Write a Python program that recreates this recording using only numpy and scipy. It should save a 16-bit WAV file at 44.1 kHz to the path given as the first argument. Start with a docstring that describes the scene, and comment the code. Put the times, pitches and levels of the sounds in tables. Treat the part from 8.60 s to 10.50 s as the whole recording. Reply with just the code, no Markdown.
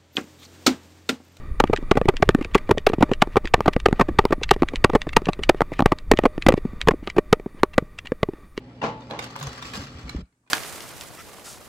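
"""A wooden drawer judders under two shoves: noise chopped by quick slips, over decaying panel sines.
Friction noise through the panel resonances is the slide; small plastic clicks are noise cracks with two rings.
Paper and a bag drag as dense catches over a smooth rub, with one short sagging note; arm bumps are damped
low sines over a rumble. All is close, in a small room with hum and airy noise.
Near the end the background drops to a faint hiss and only a few faint ticks remain."""
import sys
import numpy as np
from scipy import signal
from scipy.fft import rfft, irfft, next_fast_len
from scipy.io import wavfile
from scipy.ndimage import uniform_filter1d, map_coordinates

SR = 44100
rng = np.random.default_rng(int(sys.argv[2]) if len(sys.argv) > 2 else 0)


def file_out(sig):
    """Save sig as 16-bit WAV at sys.argv[1]."""
    # one column per channel
    cols = np.atleast_2d(sig).T
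    # limit, then scale
    lim = np.clip(cols, -1, 1)
    pcm = np.round(lim * 32767).astype(np.int16)
    wavfile.write(sys.argv[1], SR, pcm)


N = 83790  # samples

# Drawer shoves, levels before source gains: start_s, level_db, rise_s, fall_s, tilt_db_per_octave
SHOVES = [(.214, -25, .029, 0.066, 0), (.486, -36.5, 0.039, 0.12, 0)]
# Panel modes of the drawer: mode_hz, relative_level_db, t60_s
PANEL_MODES = [(157.2, -4.5, 0.34), (220, -1, 0.15), (287.2, -10, 0.6), (385, -17, .26), (419.4, -3, 0.18),
               (468, -13, 0.56), (535, -5, 0.14), (704, -10.5, 0.11), (816, -5, 0.33), (875.6, -2.5, 0.49),
               (956, -7, 0.23), (1122, -8, 0.42), (1374, -9, 0.18), (1664, -12, 0.15), (2330, -18.5, .16),
               (2500, -15.5, 0.14)]
# Spectrum of the slip noise: freq_hz, gain_db
SLIP_COLOUR = [(40, -26.5), (130, -7.5), (230, -0.5), (600, 2), (950, -1), (1600, -13), (2800, -16),
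               (3800, -20), (6500, -27), (9000, -45.5), (14000, -61)]
# Heavier thing sliding on the drawer floor: time_s, level_db
SLIDE_LEVEL = [(.2, -57), (.29, -45), (.39, -47.5), (.47, -55.5), (.55, -45), (.62, -51), (.74, -54),
               (.84, -45.5), (.95, -56.5), (1.08, -64), (1.17, -49), (1.28, -63), (1.58, -61), (1.63, -91)]
# Friction spectrum ahead of the panels: freq_hz, gain_db
SLIDE_COLOUR = [(100, -17), (300, -3), (550, 8.5), (900, 0), (1500, -10), (3000, 0.5), (6000, -32)]
# Plastic contacts, levels before CLICK_GAIN_DB:
# start_s, level_db, t60_s, tilt_db_per_octave, first_ring_hz, second_ring_hz, relative_ring_db
CLICKS = [(0.2179, -29, 0.038, -4.5, 2750, 1890, -6), (.408, -48, 0.016, -7, 6440, 3700, -10),
          (.421, -44, .03, -6.5, 3660, 2390, -8), (.501, -49, 0.0089, 3, 6500, 8600, -16),
          (0.51, -32, 0.013, -1, 4050, 3340, -3), (0.5913, -24.5, 0.028, 0.5, 3660, 2290, -8.5),
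          (.626, -36, 0.047, -3, 6620, 3170, -9), (0.6421, -33.5, 0.0058, 3, 6900, 8280, -15),
          (0.7092, -40, 0.013, 0, 1140, 6430, -10), (0.7564, -35, 0.013, -3.5, 2400, 1070, -10),
          (0.7623, -33.5, 0.0074, 4, 1144, 930, 2), (0.7906, -44.5, 0.0067, 12.5, 3550, 1200, 1),
          (.7995, -41, 0.021, 12, 4100, 6600, -10), (0.8126, -32, .02, -1, 1160, 3770, -8.5),
          (.828, -33, .014, 5, 6730, 1070, -2), (0.836, -36.5, 0.017, 4.5, 3600, 1210, -3),
          (0.8703, -33, 0.02, 2, 6290, 1160, -4.5), (.8748, -32, 0.019, -6.5, 3380, 1620, -13),
          (.930, -39, 0.019, 3, 4440, 5900, -7), (0.9797, -39, 0.0261, 1, 1190, 1670, -5),
          (1.0257, -34, 0.03, 2.5, 3650, 1150, -6), (1.0532, -36.5, 0.028, 0.5, 2620, 4660, -5),
          (1.136, -34, 0.046, 2, 1720, 2453, -3.5), (1.155, -33.5, 0.025, 1.5, 3500, 2540, -9.5),
          (1.394, -44, 0.03, 0, 4480, 1355, -5), (1.480, -44, 0.025, -1.5, 1310, 2230, -1),
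          (1.4944, -32, 0.018, 2, 2277, 4086, -3.5), (1.656, -67.5, 0.012, -6, 4820, 2500, -6.5),
          (1.726, -71, 0.023, -1.5, 2110, 4410, -7), (1.837, -72, 0.048, -5.5, 940, 1150, 0),
          (1.865, -64.5, 0.061, -3, 2420, 985, -6.5), (1.876, -59.5, 0.044, -0.5, 2474, 1530, -6)]
# Spectrum of the cracks: freq_hz, gain_db
CRACK_COLOUR = [(80, -7), (500, 0.5), (1150, 3.5), (1700, -0.5), (2250, -2.5), (2900, -5), (3700, -6),
                (5400, -11.5), (6600, -14), (9500, -23.5), (15000, -30.5)]
# Paper and bag over wood, level before flicker and treble growth: time_s, level_db
DRAG_LEVEL = [(.3, -61.5), (.42, -54), (.48, -55.5), (.57, -62), (.635, -40.5), (.68, -47.5), (.75, -50),
              (.81, -45), (.88, -43.5), (.92, -45), (1.01, -46.5), (1.07, -42), (1.115, -44), (1.16, -38),
              (1.21, -42), (1.33, -49), (1.52, -49.5), (1.615, -52), (1.64, -91.5)]
# Spectrum of the rustle: freq_hz, gain_db
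PAPER_COLOUR = [(100, -9), (260, 7), (550, 3.5), (900, -3), (1250, 3), (1950, -1.5), (2450, -5), (2950, -1),
                (3500, -3), (5400, -9), (6600, -12.5), (9500, -29.5), (12000, -34.5), (16000, -40.5)]
# Resonances of paper and drawer hollow: centre_hz, width_hz, gain_db
HOLLOW_PEAKS = [(588, 60, 4.5), (1165, 50, 6.5), (1353, 56, 6.5), (1610, 50, 5), (2426, 95, 7),
                (3340, 200, 3.5), (4600, 300, 3.5), (6600, 500, -1.5)]
# Bumps of arm and contents on the drawer: start_s, level_db, pitch_hz, t60_s, attack_s
BUMPS = [(0.236, -35.5, 60.8, 0.31, .006), (0.523, -37, 70, 0.05, 0.0046), (.872, -26.5, 66, 0.1, .004),
         (1.048, -33.5, 57, 0.094, .008), (1.174, -30.5, 210, 0.11, .003),
         (1.194, -22.5, 88, 0.059, 0.0041), (1.223, -35.5, 138.5, 0.37, .006),
         (1.28, -38, 54.7, 0.082, 0.0069), (1.35, -25.5, 77, 0.094, 0.0048),
         (1.437, -23.5, 60.54, 0.19, 0.013), (1.453, -20.5, 168, 0.028, 0.0033),
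         (1.548, -14.5, 276, 0.02, 0.0011), (1.557, -15, 60.5, 0.095, 0.0036),
         (1.583, -27, 180.6, 0.13, 0.002), (1.625, -26.5, 57, 0.068, 0.002)]
# Rumble of things shifting: time_s, level_db
RUMBLE_LEVEL = [(0, -55.5), (.2, -55), (.26, -45), (.45, -48), (.6, -48), (.75, -49), (1, -58.5),
                (1.19, -40), (1.32, -51.5), (1.52, -48), (1.61, -39), (1.67, -78.5)]
# Spectrum of the rumble: freq_hz, gain_db
RUMBLE_COLOUR = [(20, -21), (55, 2), (100, 2), (270, 2), (400, -7.5), (600, -13.5), (1500, -70.5)]
# Hum partials before the drop: pitch_hz, rms_level_db
HUM = [(59.3, -58.5), (119.2, -50), (240, -64), (253, -55.5)]
# Spectrum of the airy noise: freq_hz, gain_db
AIR_COLOUR = [(20, -50), (60, -10), (86, -14), (140, 0), (190, -5), (260, 1), (350, -9), (460, -13),
              (880, -17), (1100, -28), (1600, -32), (2350, -26), (3200, -35), (5000, -42), (7000, -56),
              (10000, -72)]
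# Spectrum of the remaining hiss: freq_hz, gain_db
HISS_COLOUR = [(40, 9.5), (300, 2.5), (800, -8.5), (1350, -6.5), (1800, -8.5), (3500, -19), (8500, -9),
               (13000, -27)]
# Reverberation of the small room: freq_hz, t60_s
ROOM_T60 = [(100, 0.25), (900, 0.38), (3000, 0.35), (12000, 0.089)]
# Stereo width, applied to the side signal: freq_hz, side_gain_db
SIDE_GAIN = [(100, -67), (330, -56), (600, -17.5), (950, -3.5), (1500, 1), (2500, -0.5), (12000, -1.5)]
# Microphone difference, faded in above MONO_HZ: freq_hz, left_over_right_db
MIC_BALANCE = [(1100, 0), (2500, 0.9), (5500, 0.1), (8300, -5), (12000, 1)]

JUDDER_HZ, JUDDER_SCATTER_PERIODS, SLIPS_PER_SHOVE = 154, 0.15, 32
SHOVE_START_DB, GRIP_S = -16, 0.0066
SLIP_GAIN_DB, SLIP_T60_S, PANEL_GAIN_DB = 15.5, 0.032, -3
SLIDE_WIDTH_HZ = 16.6
CLICK_GAIN_DB, CLICK_LEAD_SAMPLES = -3.5, 512
CLICK_RISE_S, CLICK_HOLD_S = 0.0012, 0.0022  # grazing before the strike, then a steady top
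CATCHES_PER_S, CATCH_LOG_SPREAD, RUB_DB, SCATTER_T60_S = 1000, 0.45, -4, 0.021
PATCH_DB, FLICKER_DB, FLICKER_PER_S = 2, 0.5, 97
TREBLE_HZ, TREBLE_GROWTH, FIRM_DRAG_DB = 7550, 0.85, -56.5  # treble gain 1 at FIRM_DRAG_DB
FLUTTER_START_S, FLUTTER_LENGTH_S, FLUTTER_EDGE_S = 0.811, 0.08, 0.0063
FLUTTER_START_HZ, FLUTTER_SAG_HZ_PER_S, FLUTTER_DB = 148.3, 200, -32
AIR_DB, HISS_DB = -50, -75.5
DROP_START_S, DROP_LENGTH_S, DROP_DB = 1.612, 0.033, -28
SLIP_ROOM_DB, CRACK_ROOM_DB, RING_ROOM_DB = -8, -6.5, -10.5
LOW_CUT_HZ, TOP_HZ, MONO_HZ = 21.5, 16200, 450


def amp(db):
    """Decibels to gain."""
    return 10 ** (np.asarray(db) / 20)


def unit(x):
    """Scaled to rms 1 over all channels."""
    return x / np.sqrt(np.mean(x ** 2) + 1e-20)


def along(points, hz):
    """(freq_hz, value) points interpolated on a log axis."""
    freqs_hz, values = np.transpose(points)
    return np.interp(np.log(hz + 1), np.log(freqs_hz + 1), values)


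def since(start_s):
    """Seconds since start_s, zero before it."""
    return np.maximum(np.arange(N) / SR - start_s, 0)


def level(rows):
    """Gain per sample from (time_s, level_db) rows."""
    return amp(np.interp(since(0), *np.transpose(rows)))


def decay(t, t60_s):
    """Exponential decay, 60 dB in t60_s."""
    return np.exp(-np.log(1000) * t / max(t60_s, 1e-4))


def sine(t, hz):
    """Mid and side sines with independent random phases."""
    return np.sin(2 * np.pi * hz * t + rng.uniform(0, 2 * np.pi, (2, 1)))


def filtered(x, response):
    """x through a gain given as a function of frequency."""
    size = next_fast_len(x.shape[-1] + 8192)
    spectrum = rfft(x, size) * response(np.fft.rfftfreq(size, 1 / SR))
    return irfft(spectrum, size)[..., :x.shape[-1]]


def highpass(x, cut_hz):
    """Zero-phase high-pass, -6 dB at cut_hz."""
    return filtered(x, lambda hz: hz ** 4 / (hz ** 4 + cut_hz ** 4))


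def colour(x, points, tilt=0):
    """x through a (freq_hz, gain_db) spectrum, tilted in dB per octave above 700 Hz."""
    def response(hz):
        octaves = np.log2(np.maximum(hz, 700) / 700)
        return amp(along(points, hz) + tilt * octaves)
    return filtered(x, response)


def noise(points, tilt=0, size=N):
    """Coloured mid and side noise of rms 1."""
    return unit(colour(rng.standard_normal((2, size)), points, tilt))


def patchy(x, depth_db):
    """Random smoothed patches of gain in time and frequency."""
    z = signal.stft(x, nperseg=512)[2]
    field = uniform_filter1d(rng.standard_normal(z.shape[1:]), size=3, axis=0)  # frequency
    field = uniform_filter1d(field, size=7, axis=1)  # time
    return signal.istft(z * amp(depth_db * unit(field)), nperseg=512)[1][:, :N]


def room(x, wet_db):
    """Adds a decaying-noise tail whose decay time follows ROOM_T60."""
    hz, t, z = signal.stft(rng.standard_normal((2, SR // 2)), SR, nperseg=256)
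    fade = np.exp(-np.log(1000) * t / along(ROOM_T60, hz)[:, None])
    tail = signal.istft(z * fade, SR, nperseg=256)[1]
    tail = tail / np.linalg.norm(tail[0])
    return x + amp(wet_db) * signal.fftconvolve(x, tail, axes=1)[:, :N]


def drawer():
    """Shoves: runs of stick-slip noise bursts swell and die; the panels ring on."""
    rattle, ring = np.zeros((2, N)), np.zeros((2, N))
    for start_s, db, rise_s, fall_s, tilt in SHOVES:
        t = since(start_s)
        swell = amp(SHOVE_START_DB * (1 - t / rise_s))
        release = np.exp(-2 * np.abs(t - rise_s) / fall_s)
        force = np.minimum(t / GRIP_S, 1) * np.where(t < rise_s, swell, release)
        scatter = JUDDER_SCATTER_PERIODS * rng.standard_normal(SLIPS_PER_SHOVE)
        slips_s = start_s + (np.arange(SLIPS_PER_SHOVE) + scatter) / JUDDER_HZ
        judder = sum((since(s) > 0) * decay(since(s), SLIP_T60_S) for s in slips_s)
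        bursts = amp(db + SLIP_GAIN_DB) * force * judder * rng.standard_normal((2, N))
        rattle += colour(bursts, SLIP_COLOUR, tilt)
        for hz, mode_db, t60_s in PANEL_MODES:
            shape = np.minimum(t / rise_s, 1) * decay(since(start_s + rise_s), t60_s)
            ring += amp(db + PANEL_GAIN_DB + mode_db) * shape * sine(t, hz)
    return room(rattle, SLIP_ROOM_DB) + ring


def slide():
    """Friction noise keeps the panels sounding through parallel resonators."""
    def panels(f):
        total = 0
        for k, (hz, db, _) in enumerate(PANEL_MODES):
            damping = 1j * f * SLIDE_WIDTH_HZ
            total = total + (-1) ** k * amp(db) * damping / (hz ** 2 - f ** 2 + damping)
        return total
    return level(SLIDE_LEVEL) * unit(filtered(noise(SLIDE_COLOUR), panels))


def clicks():
    """Contacts: a short noise crack with two rings, mostly softer, of the object touched."""
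    cracks, rings = np.zeros((2, N + SR)), np.zeros((2, N + SR))
    t = (np.arange(4096) - CLICK_LEAD_SAMPLES) / SR
    graze = np.exp(np.minimum(t, 0) / CLICK_RISE_S)
    for start_s, db, t60_s, tilt, first_hz, second_hz, ring_db in CLICKS:
        fall = decay(np.maximum(t - CLICK_HOLD_S, 0), t60_s)
        shape = amp(db + CLICK_GAIN_DB) * graze * fall
        first = round(start_s * SR) - CLICK_LEAD_SAMPLES
        span = slice(first, first + len(t))
        cracks[:, span] += shape * noise(CRACK_COLOUR, tilt, size=len(t))
        for hz in (first_hz, second_hz):
            rings[:, span] += shape * np.sqrt(2) * amp(ring_db) * sine(t, hz)
    return room(cracks[:, :N], CRACK_ROOM_DB) + room(rings[:, :N], RING_ROOM_DB)


def paper():
    """Random catches over a smooth rub, scattered, coloured by the hollow; firmer drag is brighter."""
    hits = rng.random(N) < CATCHES_PER_S / SR
    sizes = np.exp(CATCH_LOG_SPREAD * rng.standard_normal(N))
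    catches = hits * sizes * rng.choice([-1, 1], N)
    scatter = rng.standard_normal((2, 2048)) * decay(np.arange(2048) / SR, SCATTER_T60_S)
    grit = unit(signal.fftconvolve(catches[None], scatter, axes=1)[:, :N])
    grit = grit + amp(RUB_DB) * rng.standard_normal((2, N))

    def hollow(hz):
        return amp(sum(db / (1 + (2 * (hz - centre_hz) / width_hz) ** 2)
                       for centre_hz, width_hz, db in HOLLOW_PEAKS))

    rustle = colour(patchy(grit, PATCH_DB), PAPER_COLOUR)
    rustle = unit(filtered(rustle, hollow))
    flicker = map_coordinates(rng.standard_normal(1024), [since(0) * FLICKER_PER_S])
    drag = level(DRAG_LEVEL) * amp(FLICKER_DB * flicker)
    treble = highpass(rustle, TREBLE_HZ)
    treble_gain = (drag / amp(FIRM_DRAG_DB)) ** TREBLE_GROWTH
    return drag * (rustle - treble + treble * treble_gain)


def flutter():
    """A bending sheet: one low sine whose pitch sags linearly."""
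    t = since(FLUTTER_START_S)
    shape = np.clip(np.minimum(t, FLUTTER_LENGTH_S - t) / FLUTTER_EDGE_S, 0, 1)
    cycles = FLUTTER_START_HZ * t - FLUTTER_SAG_HZ_PER_S * t ** 2 / 2
    return amp(FLUTTER_DB) * shape * np.sin(2 * np.pi * cycles)


def bumps():
    """Thuds as damped sines, mid only, over the noise rumble of shifting things."""
    out = level(RUMBLE_LEVEL) * noise(RUMBLE_COLOUR)
    for start_s, db, hz, t60_s, attack_s in BUMPS:
        t = since(start_s)
        shape = (1 - np.exp(-t / attack_s)) * decay(t, t60_s)
        out[0] += amp(db) * shape * np.sin(2 * np.pi * hz * t)
    return out


def background():
    """Hum sines and fan-like airy noise, which drop near the end, over a constant faint hiss."""
    t = since(0)
    hum = sum(np.sqrt(2) * amp(db) * np.sin(2 * np.pi * (hz * t + rng.random())) for hz, db in HUM)
    air = amp(AIR_DB) * noise(AIR_COLOUR)
    drop = amp(DROP_DB * np.minimum(since(DROP_START_S) / DROP_LENGTH_S, 1))
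    return drop * (hum + air) + amp(HISS_DB) * noise(HISS_COLOUR)


def scene():
    """Sums the sources as mid and side, narrow in the bass and wide in the treble; returns left, right."""
    mid, side = drawer() + slide() + clicks() + paper() + flutter() + bumps() + background()
    side = filtered(side, lambda hz: amp(along(SIDE_GAIN, hz)))
    return np.array([mid + side, mid - side])


def record(dry):
    """Two microphones: deepest bass cut, slightly different treble, nothing above TOP_HZ."""
    def microphones(hz):
        fade_in = np.clip(hz / MONO_HZ - 1, 0, 1)  # full from twice MONO_HZ
        half_each = np.array([[0.5], [-0.5]])
        return amp(along(MIC_BALANCE, hz) * fade_in * half_each) * (hz < TOP_HZ)
    return filtered(highpass(dry, LOW_CUT_HZ), microphones)


dry = scene()
out = record(dry)
file_out(out)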